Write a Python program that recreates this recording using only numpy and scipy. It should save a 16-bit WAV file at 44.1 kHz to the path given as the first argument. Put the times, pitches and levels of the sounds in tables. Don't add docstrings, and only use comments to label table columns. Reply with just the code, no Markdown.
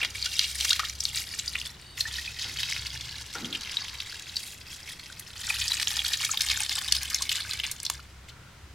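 import sys
import numpy as np
from scipy import signal
from scipy.fft import rfft, irfft, next_fast_len
from scipy.io import wavfile
from scipy.ndimage import uniform_filter1d

SR = 44100
rng = np.random.default_rng(int(sys.argv[2]) if len(sys.argv) > 2 else 0)


def materialize(psi):
    bounded = np.clip(np.atleast_2d(psi).T, -1, 1)
    quanta = np.round(bounded * 32767).astype(np.int16)
    wavfile.write(sys.argv[1], SR, quanta)


N = 385434
TIME = np.arange(N) / SR


# start_s, level_db, pitch_hz, spread_octaves, length_ms
SPLATS = [(.015, -26.5, 2660, .18, 3.6), (0.029, -24, 2550, 0.38, 6.6), (.046, -26.5, 3000, 0.52, 5.6),
          (.226, -27, 4530, 0.09, 2), (.256, -26, 3940, 0.42, 6.3), (.393, -18, 4080, 0.32, 1.4),
          (.608, -24.5, 3980, 0.39, 7.7), (0.646, -23.5, 3340, .87, 6.2), (0.705, -17.5, 3700, 0.33, 4.7),
          (.73, -21.5, 3950, 0.47, 3), (.793, -25, 2500, 0.65, 5.1), (0.896, -34.5, 5670, 0.26, 1.9),
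          (1.004, -26.5, 5500, 0.29, 2.4), (1.036, -32, 6150, .41, 6.4), (1.053, -22.5, 4300, 0.34, 1.5),
          (1.172, -28.5, 4100, 0.31, 5.5), (1.396, -32, 4160, .46, 0.83), (1.478, -26.5, 4700, 0.23, 5.7),
          (1.553, -24.5, 2470, 0.22, 4.1), (1.615, -32, 3140, 0.21, 1.2), (2.006, -23, 4200, 0.28, 5.1),
          (2.631, -26.5, 3030, 0.4, 5.3), (2.763, -33.5, 2460, .38, 1.6), (3.446, -33, 3240, 0.12, 3),
          (3.527, -30, 3330, .24, 4.2), (3.548, -27.5, 3040, 0.35, 6.9), (3.77, -24.5, 3700, 0.11, 1.3),
          (4.001, -31, 3430, 0.35, 3.7), (4.358, -36, 4430, 0.13, 1.8), (4.367, -25.5, 4400, 0.22, 1.9),
          (5.194, -37, 6300, 0.94, 5.1), (5.502, -26, 2370, 0.14, 2.8), (5.613, -26, 3240, 0.4, 15),
          (5.68, -27, 5060, 0.23, 1.5), (5.719, -23.5, 3900, 0.085, 1.1), (5.798, -27.5, 3330, 0.69, 4),
          (5.828, -26.5, 3370, 0.63, 2.5), (5.873, -24, 3430, 0.16, 0.84), (5.967, -27, 4140, 0.39, 3.7),
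          (5.992, -24.5, 3320, .1, 1.6), (6.049, -27, 4140, .16, 1), (6.133, -23, 3800, .4, 6.3),
          (6.247, -24, 4400, 0.7, 3.8), (6.313, -24.5, 6580, 0.21, 4.8), (6.374, -25.5, 3530, 0.092, 1.5),
          (6.406, -22, 3880, 0.54, 4), (6.417, -27, 4970, 0.8, 4.2), (6.487, -29, 4300, 0.2, 1.1),
          (6.498, -24, 3770, 0.34, 6.2), (6.511, -22.5, 3580, 0.65, 6.1), (6.694, -27, 4070, 0.46, 1.7),
          (6.755, -31.5, 7460, .25, 1.7), (6.922, -18, 4940, 0.59, 2.8), (6.948, -25.5, 3930, .4, 6.5),
          (6.966, -28, 4940, .23, 1.1), (7.031, -33, 6550, 0.75, 2), (7.145, -21.5, 5290, 0.28, 2.3),
          (7.221, -25, 4900, 0.61, 5.5), (7.293, -24.5, 3610, 0.33, 2.1), (7.316, -26, 2700, 0.3, 3.5),
          (7.355, -27.5, 3620, .5, 11), (7.533, -31, 3600, 0.94, 4.1), (7.599, -28, 3020, 0.37, 3.4),
          (7.635, -25.5, 2780, 0.39, 13), (7.713, -30, 6630, 0.63, 5.8), (7.8, -36, 5170, 0.53, 2.9),
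          (7.83, -36, 7500, 0.52, 2.8), (7.85, -29.5, 5000, 0.41, 3.5), (7.864, -28, 4230, .25, 2.5),
          (7.899, -25.5, 4230, 1.13, 2.3)]

def splats(ring_spread_octaves=0.29, grit_db=5.0, hiss_db=-14, gain_db=-0.72):
    out, t = np.zeros((2, N)), np.arange(2048) / SR
    for start_s, level_db, hz, spread, length_ms in SPLATS + small_splats():
        length_s, spread = max(length_ms, .5) / 1000, max(spread, .1)
        pocket = ring(t, hz, 0.94 * length_s, 0.023, rng.uniform(0, 2 * np.pi))
        tone = unit(t ** 0.1 * pocket)
        grit = undb(grit_db * np.repeat(rng.standard_normal(len(t) // 16), 16))
        burst = noise(len(t)) * grit * t ** 0.73 * np.exp(-t / (0.54 * length_s))
        width_ratio = 2 ** (1.14 * spread)
        crackle = unit(band(burst, hz / width_ratio, hz * width_ratio))
        crackle += undb(hiss_db) * unit(band(burst, 1300, 11000))
        tone_share = np.exp(-(spread / ring_spread_octaves) ** 2)
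        splat = unit(np.sqrt(tone_share) * tone + np.sqrt(1 - tone_share) * crackle)
        add(out, start_s, splat * undb(level_db + gain_db) * np.sqrt(SR / 100 / len(t)))
    return out


def small_splats(count=110, above_flow_db=1, scatter_db=1.5, typical_hz=3925, typical_ms=2.4):
    flow_db, rows = flow(), []
    for when, size, pitch, spread, length in rng.uniform(-1, 1, (count, 5)):
        i = int((when + 1) / 2 * N)
        level_db = flow_db[i] + above_flow_db + scatter_db * size
        hz = typical_hz * 2 ** (0.523 * pitch)
        length_ms = typical_ms * 2 ** (0.44 * length)
        rows.append((i / SR, level_db, hz, 0.62 * (spread + 1) / 2, length_ms))
    return rows


# peak_s, half_length_s, level_db, gurgle_db, spray_db
GUSHES = [(0.022, 0.031, -36.5, -3, -29), (0.237, 0.049, -42, -22, -32), (0.429, 0.023, -31.5, -11.5, -21),
          (0.692, 0.14, -43.5, -13, 2), (.81, 0.059, -39.5, -2.5, -22), (1.05, 0.036, -47, -27, 2),
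          (1.184, 0.038, -38.5, -7.5, 0.5), (1.678, 0.045, -70, -7, 2), (2.014, 0.012, -47, -19, 11),
          (2.183, 0.068, -39.5, -11, -8), (2.438, 0.049, -41, -18, -25), (2.717, 0.1, -47, -16, -28),
          (3.778, .1, -45.5, -9, -42), (4.46, 0.087, -46, -20, 0.5), (4.745, 0.052, -46, -37, -4),
          (4.906, 0.034, -48, -11, -1.5), (5.502, 0.047, -37, -7, -8), (7.33, 0.033, -37.5, -29.5, -5),
          (8.295, 0.013, -50, -20, -5)]
# time_s, distance (0 close, 1 far), gurgle_db, spray_db
PERSPECTIVE = [(.5, 1, -16, -5.5), (1.9, 0.22, -10.5, -6), (2.1, 0.95, -11.5, -9),
               (3.9, 0.83, -10.5, -10.5), (5.2, 0.62, -5, -6), (5.6, 0.58, -10, -4), (7.7, 0.32, -7.5, -7)]

def trickle(near_spurt_db=5.0, far_spurt_db=2.5, spurts_per_s=100, gain_db=-1.0):
    gurgle = droplets(777, 2410, count=2600, cycles=4.9, scatter_db=4.5, mist_db=-14)
    patter = droplets(2033, 7170, count=4200, cycles=5.4, scatter_db=3.0, mist_db=-12, rise=0.028)
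    spray = droplets(6490, 17500, count=4000, cycles=8.3, scatter_db=7, mist_db=-6.5)

    def blend(gurgle_db, spray_db):
        return patter + undb(gurgle_db) * gurgle + undb(spray_db) * spray

    water = blend(curve(PERSPECTIVE, column=2), curve(PERSPECTIVE, column=3)) * undb(flow() + gain_db)
    for peak_s, half_length_s, level_db, gurgle_db, spray_db in GUSHES:
        water += blend(gurgle_db, spray_db) * undb(level_db) * hump(peak_s, half_length_s)
    spurt_db = near_spurt_db + (far_spurt_db - near_spurt_db) * curve(PERSPECTIVE)
    spurts = undb(spurt_db * wander(spurts_per_s))
    return water * unit(spurts[None])


# time_s, level_db
POUR = [(0, -51), (.1, -44.5), (.3, -35), (.75, -40), (.95, -43.5), (1.5, -40), (1.65, -40), (1.78, -59.5),
        (1.96, -58)]
# time_s, level_db
DRAIN = [(1.98, -37.5), (2.21, -43), (2.57, -35.5), (3.28, -42.5), (3.79, -41), (4.33, -43), (4.46, -57),
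         (4.7, -52), (4.85, -46.5), (5.3, -50.5)]
# time_s, level_db
EMPTY = [(5.38, -43), (5.55, -35), (6.4, -33.5), (6.85, -36.5), (7.1, -37.5), (7.68, -37.5), (7.78, -53.5),
         (7.94, -48.5), (8.1, -64), (8.4, -88)]

def flow():
    return curve([*POUR, *DRAIN, *EMPTY])


# pitch_hz, gain_db
DROPLET_TONE = [(550, -13.5), (800, -13), (1150, -12), (1700, 2), (2400, 0), (3500, 6.5), (5000, 7),
                (7000, -1), (9000, -3.5), (11500, -5.5), (15500, -15)]

def droplets(low_hz, high_hz, count, cycles, scatter_db, mist_db, rise=0.052, far_mist_db=10):
    drops, t = np.zeros((2, N)), np.arange(int(40 * SR / low_hz)) / SR
    for when, pitch, size, length, phase in rng.random((count, 5)):
        hz = low_hz * (high_hz / low_hz) ** pitch
        strength = undb(scatter_db * min(-np.log(1 - size), 3))
        decay_s = cycles * 4 ** (length - 1) / hz
        add(drops, when * N / SR, strength * ring(t, hz, decay_s, rise, 2 * np.pi * phase))
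    mist = unit(band(noise(), low_hz, high_hz, order=4))
    mist_gain = undb(mist_db + far_mist_db * curve(PERSPECTIVE))
    mixed = (unit(drops) + mist_gain * mist) / np.sqrt(1 + mist_gain ** 2)
    return unit(colour(mixed, DROPLET_TONE))


# start_s, pitch_hz, level_db, decay_ms, rise_octaves_per_decay
BUBBLES = [(.04, 865, -30.5, 2.7, 0.066), (.154, 2140, -30, 4.3, 0.063), (0.263, 1450, -31.5, 11, .05),
           (0.719, 1360, -27, 15.6, 0.45), (.795, 1135, -21, 7.9, 0.18), (0.833, 1210, -23.5, 3.2, 0.12),
           (2.054, 1715, -26, 9.4, 0.095), (2.185, 1830, -27, 6, 0.043), (2.277, 2430, -25, 4.4, 0.042),
           (4.876, 2280, -32, 4, .06), (5.1, 1480, -35, 4, .06), (5.479, 1480, -28, 2.7, .06),
           (5.797, 1920, -25, 3.5, .08), (6.293, 1276, -27, 7.9, 0.076), (6.338, 960, -28, 4, .1),
           (7.209, 1020, -31, 5, 0.069), (7.45, 1400, -29, 2.7, 0.11), (7.9, 1050, -19, 1.3, 0.062),
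           (7.994, 1330, -33, 2.9, .05)]

def bubbles():
    out, t = np.zeros((2, N)), np.arange(SR // 20) / SR
    for start_s, hz, level_db, decay_ms, rise in BUBBLES:
        plop = ring(t, hz, decay_ms / 1000, rise, rng.uniform(0, 2 * np.pi))
        add(out, start_s, undb(level_db) * plop)
    return out


# start_s, level_db, pitch_hz, decay_ms
HARD_DROP = (6.9233, -4.5, 5500, .7)

def hard_drop():
    start_s, level_db, hz, decay_ms = HARD_DROP
    out, t = np.zeros((2, N)), np.arange(SR // 100) / SR
    add(out, start_s, undb(level_db) * ring(t, hz, decay_ms / 1000, rise=0, side_phase=np.pi / 2))
    return out[1]


# delay_ms, gain
BOWL_ECHOES = [(0.623, 0.0092), (1.018, 0.023), (1.42, -0.18), (1.848, -0.28), (2.622, -0.2)]

def bowl(water, sway=0.0974):
    index, out = np.arange(N), water
    for delay_ms, gain in BOWL_ECHOES:
        lag = delay_ms / 1000 * SR * (1 + sway * wander(.5))
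        out = out + gain * np.array([np.interp(index - lag, index, channel) for channel in water])
    return out


# start_s, rap_db, hollow_db
KNOCKS = [(.025, -42.5, -53), (2.45, -47, -51), (3.351, -35, -50)]
# pitch_hz, width_hz, gain_db
WALL_NOTES = [(485, 97, -7), (850, 180, -5), (1400, 220, -0.5), (1760, 180, -12.5)]
# time_s, level_db
BOOM = [(3.35, -90), (3.365, -58), (3.43, -39), (3.475, -41), (3.52, -46), (3.57, -49.5), (3.66, -77),
        (3.8, -93)]

def bucket(rap_s=0.016, tail_s=0.23, tail_db=-11, hollow_s=0.069):
    out, t = np.zeros((2, N)), np.arange(SR // 2) / SR
    for start_s, rap_db, hollow_db in KNOCKS:
        fade = np.exp(-t / rap_s) + undb(tail_db) * np.exp(-t / tail_s)
        wall = unit(resonate(noise(len(t)), WALL_NOTES)) * fade
        hollow = unit(band(noise(len(t)), 215, 404)) * np.exp(-t / hollow_s)
        add(out, start_s, undb(rap_db) * wall + undb(hollow_db) * hollow)
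    boom = unit(band(noise(), 156, 320)) * undb(curve(BOOM))
    return out + boom


# time_s, level_db
RUB = [(1.6, -77.5), (1.7, -74), (1.85, -52.5), (1.97, -52.5), (2.1, -92)]
# pitch_hz, width_hz, gain_db
POT_NOTES = [(2950, 300, -5), (3760, 220, -1), (4570, 220, 0), (8650, 450, -12)]

def pot():
    steel = np.zeros((2, N))
    for hz, width_hz, gain_db in POT_NOTES:
        note = resonate(noise(), [(hz, width_hz, gain_db)])
        steel += resonate(note, [(hz, width_hz, 0)])
    return unit(steel) * undb(curve(RUB))


def yard(direct, echo_db=-13, side_db=5, fade_s=0.22, delay_s=0.00284):
    t = np.arange(SR // 4) / SR
    echo = noise(len(t)) * undb(-60 * t / fade_s) * (t > delay_s)
    echo /= np.sqrt(np.sum(echo[0] ** 2))
    tail = signal.fftconvolve(direct[:1], echo, axes=1)[:, :N]
    return direct + undb([[echo_db], [echo_db + side_db]]) * tail


# pitch_hz, level_db
MOTOR_TONES = [(65.2, -56.5), (97.8, -64), (130.4, -68.5)]
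# time_s, gain_db
MOTOR_GAIN = [(0, 3), (2.6, 3.5), (3.5, -4), (4.8, -8.5), (5.6, 3), (8.7, 3)]

def motor(waver=0.01125, throb_db=4.5):
    motor_time = np.cumsum(1 + waver * wander(7)) / SR
    phases = np.array([[0], [np.pi / 2]])
    hum = np.zeros((2, N))
    for hz, level_db in MOTOR_TONES:
        strength = np.sqrt(2) * undb(level_db + throb_db * wander(9))
        hum += strength * np.sin(2 * np.pi * hz * motor_time + phases)
    return hum * undb(curve(MOTOR_GAIN))


# pitch_hz, level_db_per_hz
AIR_TONE = [(20, -79), (40, -83), (70, -70.5), (120, -76.5), (170, -81), (260, -86.5), (400, -89.5),
            (650, -92.5), (1000, -91), (2000, -91), (4000, -96), (7000, -101), (10000, -107), (15500, -113)]
# peak_s, half_length_s, pitch_hz, width_hz, level_db
SWELLS = [(2.847, 0.42, 122, 30, -51.5), (3.853, 0.25, 1120, 350, -56.5), (8.38, 0.21, 1420, 200, -61),
          (8.42, 0.15, 980, 150, -67)]

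def outdoor_air(flicker_db=-0.4):
    air = colour(noise(), AIR_TONE) * np.sqrt(SR / 2) * undb(flicker_db * wander(3.7))
    for peak_s, half_length_s, hz, width_hz, level_db in SWELLS:
        swell = unit(band(noise(), hz - width_hz / 2, hz + width_hz / 2))
        air += swell * undb(level_db) * hump(peak_s, half_length_s)
    return air


def ring(t, hz, decay_s, rise, side_phase):
    gliding_hz = hz * 2 ** (rise * np.minimum(t / decay_s, 2))
    phase = 2 * np.pi * np.cumsum(gliding_hz) / SR
    loudness = np.exp(-t / decay_s) * (1 - np.exp(-2 * t * hz))
    return loudness * np.sin([phase, phase + side_phase])


def noise(size=N):
    return rng.standard_normal((2, size))


def wander(steps_per_s):
    hold = int(SR / steps_per_s)
    steps = np.repeat(rng.standard_normal(N // hold + 1), hold)
    drift = uniform_filter1d(steps, hold)[:N]
    return drift / drift.std()


def undb(db):
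    return 10 ** (np.asarray(db) / 20)


def unit(x):
    return x / np.sqrt(np.mean(x[0] ** 2) + 1e-20)


def curve(rows, column=1):
    rows = np.array(rows)
    return np.interp(TIME, rows[:, 0], rows[:, column])


def hump(peak_s, half_length_s):
    return np.exp(-((TIME - peak_s) / half_length_s) ** 2)


def add(out, start_s, x):
    i = max(int(start_s * SR), 0)
    out[:, i:i + x.shape[1]] += x[:, :N - i]


def colour(x, points):
    hz, db = np.transpose(points)
    size = next_fast_len(x.shape[1])
    bin_hz = np.arange(size // 2 + 1) * SR / size
    gain = undb(np.interp(np.log(bin_hz + 1), np.log(hz), db))
    return irfft(rfft(x, size) * gain, size)[:, :x.shape[1]]


def band(x, low_hz, high_hz, order=2):
    high_hz = min(high_hz, .48 * SR)
    low_hz = min(low_hz, high_hz / 2 ** (1 / 10))
    return signal.sosfilt(signal.butter(order, [low_hz, high_hz], "band", fs=SR, output="sos"), x)


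def resonate(x, notes):
    return sum(undb(db) * signal.lfilter(*signal.iirpeak(hz, hz / width_hz, SR), x)
               for hz, width_hz, db in notes)


# pitch_hz, side_gain_db
NEAR_WIDTH = [(300, -23), (1000, -21), (2300, -24.5), (4000, -12.5), (6500, -9.5), (14000, -4)]
# pitch_hz, side_gain_db
FAR_WIDTH = [(30, -33), (70, -56), (130, -20), (300, -7), (1200, -8), (5000, -3.5), (14000, -1)]

def scene():
    water = bowl(splats() + bubbles() + trickle())
    near = yard(water + bucket() + pot())
    far = motor() + outdoor_air()
    mid = near[0] + far[0]
    side = colour(near[1:], NEAR_WIDTH)[0] + colour(far[1:], FAR_WIDTH)[0] + hard_drop()
    lean_left = undb(0.24)
    return np.array([(mid + side) * lean_left, (mid - side) / lean_left])


TOP_HZ = 15850

def record(dry):
    return signal.sosfilt(signal.ellip(10, .1, 70, TOP_HZ, fs=SR, output="sos"), dry)


dry = scene()
out = record(dry)
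materialize(out)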